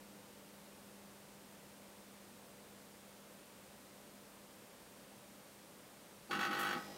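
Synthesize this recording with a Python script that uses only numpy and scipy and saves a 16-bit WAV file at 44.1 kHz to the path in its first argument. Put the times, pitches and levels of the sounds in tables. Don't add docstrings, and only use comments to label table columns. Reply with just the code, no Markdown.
import sys
import numpy as np
from scipy import signal
from scipy.fft import rfft, irfft, next_fast_len
from scipy.io import wavfile
from scipy.ndimage import map_coordinates

SR = 44100
rng = np.random.default_rng(int(sys.argv[2]) if len(sys.argv) > 2 else 0)


def file_out(sig):
    cols = np.atleast_2d(sig).T
    lim = np.clip(cols, -1, 1)
    pcm = np.round(lim * 32767).astype(np.int16)
    wavfile.write(sys.argv[1], SR, pcm)


N = 307377
MAINS_HZ = 50.1


def amp(db):
    return 10 ** (np.asarray(db) / 20)


def unit(x):
    return x / np.sqrt(np.mean(x ** 2) + 1e-20)


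def along(points, hz):
    f, value = np.transpose(points)
    return np.interp(np.log(hz + 1), np.log(f + 1), value)


def clock():
    return np.arange(N) / SR


def wobble(rate_hz):
    return map_coordinates(rng.standard_normal(int(N * rate_hz / SR) + 4), [clock() * rate_hz])


def tone(hz, wander_hz, rate_hz):
    cycles = np.cumsum(hz + wander_hz * wobble(rate_hz)) / SR
    return np.sqrt(2) * np.sin(2 * np.pi * (cycles + rng.random()))


def envelope(start_s, length_s, attack_s, swell_db_per_s=0, fall_db_per_s=0):
    age = np.maximum(clock() - start_s, 0)
    db = swell_db_per_s * np.minimum(age, length_s) - fall_db_per_s * np.maximum(age - length_s, 0)
    return (1 - np.exp(-(age / attack_s) ** 2)) * amp(db)


def coloured(x, gain):
    size = 2 * next_fast_len(N // 2 + SR // 4)
    magnitude = np.maximum(gain(np.fft.rfftfreq(size, 1 / SR)), 1e-6)
    cepstrum = irfft(np.log(magnitude))
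    cepstrum[1:size // 2] *= 2
    cepstrum[size // 2 + 1:] = 0
    return irfft(rfft(x, size) * np.exp(rfft(cepstrum)), size)[:N]


def body(spectrum, modes):
    def gain(hz):
        peaks = sum(amp(2 * db) / (1 + ((hz - f) / width) ** 2) ** 2 for f, width, db in modes)
        return np.sqrt(amp(2 * along(spectrum, hz)) + peaks)
    return gain


# f/Hz, relative density/dB
AIR_SPECTRUM = [(12, -47), (20, -23.5), (27, -24.5), (167, -7), (197, -8), (233, -6.5), (442, -9.5),
                (494, -7), (751, -12.5), (888, -12.5), (1730, -17), (6080, -22.5), (8740, -23),
                (14400, -25), (15700, -27.5)]
# f/Hz, half-width/Hz, relative level/dB
AIR_SIZZLE = [(8675.3, 830, -25)]
# f/Hz, wander/Hz, level/dB
NIGHT_TONES = [(579, 2.95, -74), (7020, 3.6, -90), (8085.6, 5, -91), (8590, 4.4, -81), (14200, 11, -101),
               (14100, 8.7, -95)]


def night(air_db=-59):
    air = unit(coloured(rng.standard_normal(N), body(AIR_SPECTRUM, AIR_SIZZLE)))
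    whine = sum(amp(db) * tone(hz, wander, rate_hz=15) for hz, wander, db in NIGHT_TONES)
    return amp(air_db) * air + whine


def mains_harmonics(harmonics, waver_db, rate_hz):
    phase = 2 * np.pi * MAINS_HZ * clock()
    out = np.zeros(N)
    for order, db in harmonics:
        rms = amp(db + waver_db * wobble(rate_hz))
        out += rms * np.sqrt(2) * np.sin(order * phase + 2 * np.pi * rng.random())
    return out


# mains harmonic, relative level/dB
HUM_HARMONICS = [(1, -87.5), (4, -66), (6, -79), (8, -81.5), (10, -76), (16, -81), (18, -79), (20, -89)]


def ballast_hum(start_db=2, fall_db_per_s=0.93):
    fade = amp(start_db - fall_db_per_s * clock())
    return fade * mains_harmonics(HUM_HARMONICS, waver_db=0.75, rate_hz=3.5)


def fault(start_s=6.291, end_s=6.775):
    return envelope(start_s, end_s - start_s, attack_s=0.006, swell_db_per_s=5, fall_db_per_s=900)


# mains harmonic, relative level/dB
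GROWL_HARMONICS = [(2, -76), (3, -63), (4, -54), (5, -59), (6, -60), (7, -53), (10, -60), (13, -65),
                   (16, -51), (17, -56), (25, -60), (30, -67)]


def ballast_growl(gain_db=-2.2):
    return amp(gain_db) * fault() * mains_harmonics(GROWL_HARMONICS, waver_db=3, rate_hz=28)


# f/Hz, wander/Hz, relative level/dB, flicker/dB
ARC_WHISTLES = [(4570, 70, -66.5, 4), (10600, 80, -75.5, 4)]
# centre t/s, length/s, level/dB
ARC_SQUEALS = [(6.395, .015, -66), (6.415, .012, -64), (6.452, .012, -64), (6.534, .012, -60),
               (6.555, .015, -66), (6.736, .014, -59)]


def arc_whistles(squeal_hz=13900):
    whistles = np.zeros(N)
    for hz, wander_hz, db, flicker_db in ARC_WHISTLES:
        whistles += amp(db + flicker_db * np.tanh(wobble(35))) * tone(hz, wander_hz, rate_hz=300)
    spurts = sum(amp(db) * np.exp(-2 * ((clock() - s) / length) ** 2) for s, length, db in ARC_SQUEALS)
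    return fault() * whistles + spurts * tone(squeal_hz, wander_hz=150, rate_hz=500)


# t/s, length/s, relative level/dB, attack/s, swell/(dB/s)
SHAKE_BOUTS = [(6.307, .05, -37.2, .002, -35), (6.383, 0.075, -38, 0.011, 14),
               (6.502, 0.23, -41, 0.0073, 11)]


def shaking(fall_db_per_s=340):
    return sum(amp(db) * envelope(start, length, attack, swell, fall_db_per_s)
               for start, length, db, attack, swell in SHAKE_BOUTS)


def contacts(sync_s, jitter_s, scatter_db, slope_db_per_cycle, count):
    starts = sync_s % (1 / MAINS_HZ) + np.arange(int(N / SR * MAINS_HZ) + 1) / MAINS_HZ
    place = (np.arange(count) + np.r_[0, rng.uniform(-0.5, 0.5, count - 1)]) / count
    shape = (len(starts), count)
    slip = jitter_s * rng.standard_normal(shape) ** 3
    times = starts[:, None] + place / MAINS_HZ + slip
    sizes = amp(slope_db_per_cycle * place + scatter_db * rng.standard_normal(shape))
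    sizes *= rng.choice([-1, 1], count)
    sizes /= np.linalg.norm(sizes, axis=1, keepdims=True)
    samples = np.abs(times * SR).astype(int)
    return unit(np.bincount(samples.ravel(), sizes.ravel(), N)[:N])


# f/Hz, t60/s
HOUSING_T60 = [(200, 0.53), (1400, 0.42), (3000, 0.3266), (10000, 0.1437)]


def housing_ring(x, tail_db):
    hz, t, noise = signal.stft(rng.standard_normal(SR // 2), SR, nperseg=256)
    decay = amp(-60 * t / along(HOUSING_T60, hz)[:, None])
    decay /= np.linalg.norm(decay, axis=1, keepdims=True)
    tail = unit(signal.istft(noise * decay, SR, nperseg=256)[1])
    ringing = signal.fftconvolve(x, tail / np.sqrt(len(tail)))[:N]
    return (x + amp(tail_db) * ringing) / np.hypot(1, amp(tail_db))


# f/Hz, half-width/Hz, relative level/dB
HOUSING_MODES = [(806, 28, -6), (1130, 21.8, -6), (1270, 72, -3.5), (1503, 54, 3.5), (1956, 48, -3.5),
                 (2230, 52, -9), (2430, 30.17, -13), (2648.3, 27.08, -14), (2839.6, 77.5, -20),
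                 (2940, 39, -10.5), (3324, 110, -12), (3900, 45, -17), (4090, 75, -13.5),
                 (4525, 44.56, -16), (5490, 100, -19.5), (6610, 88, -21.5), (10566, 42.84, -25),
                 (13900, 130, -35)]
# f/Hz, relative density/dB
PANEL_SPECTRUM = [(60, -44), (170, -18.5), (330, -5.5), (430, -13.5), (700, -10), (980, -9.5), (1400, -16),
                  (1800, -6.5), (2120, -16), (3200, -15.5), (5000, -25.5), (6600, -27.5), (7600, -32),
                  (15500, -41)]


def rattle(gain_db=-0.7):
    blows = contacts(sync_s=6.3102, jitter_s=0.0002, scatter_db=1.5, slope_db_per_cycle=-12, count=40)
    metal = unit(coloured(blows, body(PANEL_SPECTRUM, HOUSING_MODES)))
    return amp(gain_db) * housing_ring(shaking() * metal, tail_db=-3.5)


# f/Hz, level re shaking/dB, t60/s
REFLECTOR_MODES = [(1122, -13.5, 0.3), (1273, -11.5, 0.53), (1325, -10.5, .15), (1480, -17, 0.3604),
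                   (1510, -18, 0.153), (1920, -19, 0.94), (1953, -17.5, 0.27), (2620, -21, 0.131),
                   (2754, -19, 0.1602), (2985.5, -26, 0.1375)]


def reflector(waver_db=2):
    power, out = shaking() ** 2, np.zeros(N)
    for hz, db, t60 in REFLECTOR_MODES:
        retained = amp(-60 / (t60 * SR)) ** 2
        stored = signal.lfilter([1 - retained], [1, -retained], power)
        out += amp(db + waver_db * wobble(25)) * np.sqrt(stored) * tone(hz, wander_hz=3.8, rate_hz=30)
    return out


def arc_sizzle(sputter_db=-25.5, flare_db=-48, highpass_hz=6000, spiky_db=3, throb_db=1.5):
    current = np.cos(2 * np.pi * MAINS_HZ * (clock() - 6.6135))
    sparks = rng.standard_normal(N) * amp(spiky_db * wobble(900) + throb_db * current)
    sizzle = unit(coloured(sparks, lambda hz: hz ** 2 / (hz ** 2 + highpass_hz ** 2)))
    flare = envelope(start_s=6.583, length_s=0.027, attack_s=0.0093, fall_db_per_s=240)
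    return (amp(sputter_db) * shaking() + amp(flare_db) * flare) * sizzle


# t/s, relative level/dB
SURGES = [(6.308, -48.5), (6.342, -39.5), (6.381, -39.5), (6.473, -39), (6.499, -40), (6.68, -44.5),
          (6.757, -36.5)]
# f/Hz, relative level/dB, t60/s
HEAD_MODES = [(172, -6, 0.16), (201.6, 4, 0.12), (238, -4, 0.095), (318, -4.5, 0.11)]


def head_thumps(rise_s=0.01):
    out, t = np.zeros(N + SR), np.arange(SR // 2) / SR
    onset = 1 - np.exp(-(t / rise_s) ** 2)
    for start_s, surge_db in SURGES:
        swing = sum(amp(db - 60 * t / t60) * np.sin(2 * np.pi * (hz * t + rng.random()))
                    for hz, db, t60 in HEAD_MODES)
        out[round(start_s * SR):][:len(t)] += amp(surge_db) * swing * onset
    return out[:N]


def firing():
    return envelope(start_s=6.745, length_s=N / SR, attack_s=0.02, swell_db_per_s=-8)


# mains harmonic, relative level/dB
IDLE_HARMONICS = [(1, -81), (2, -76.5), (3, -68), (4, -61), (5, -70.5), (6, -64), (7, -64), (8, -66),
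                  (9, -68), (10, -68.5), (11, -68), (12, -70), (16, -64.5), (17, -64.5)]


def ballast_idle():
    return firing() * mains_harmonics(IDLE_HARMONICS, waver_db=3.5, rate_hz=27)


# f/Hz, relative density/dB
TICK_SPECTRUM = [(200, -11), (700, 0), (1300, -7), (2500, -9), (4000, -10.5), (5700, -10), (7000, -18),
                 (15500, -22)]
# f/Hz, half-width/Hz, relative level/dB
TICK_RESONANCES = [(3429, 60, -6), (3912, 55, -4), (5660, 44.2, -4.5), (7139, 60, -9), (7901.3, 60, -9),
                   (10600, 87.5, -13.5), (13950, 200, -12)]


def igniter(buzz_db=-56, coil_hz=5066, coil_db=-66):
    ticks = contacts(sync_s=6.78, jitter_s=0.0001, scatter_db=2.5, slope_db_per_cycle=-7, count=24)
    buzz = unit(coloured(ticks, body(TICK_SPECTRUM, TICK_RESONANCES)))
    coil = tone(coil_hz, wander_hz=5.9, rate_hz=40)
    return firing() * (amp(buzz_db) * buzz + amp(coil_db) * coil)


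def scene():
    air = night()
    ballast = ballast_hum() + ballast_growl() + ballast_idle()
    housing = head_thumps() + rattle() + reflector()
    arc = arc_sizzle() + arc_whistles()
    mono = air + ballast + housing + arc + igniter()
    return np.array([mono, mono])


def record(dry, cutoff_hz=15800):
    size = next_fast_len(N + SR // 2)
    passband = np.fft.rfftfreq(size, 1 / SR) < cutoff_hz
    return irfft(rfft(dry, size) * passband, size)[:, :N]


dry = scene()
out = record(dry)
file_out(out)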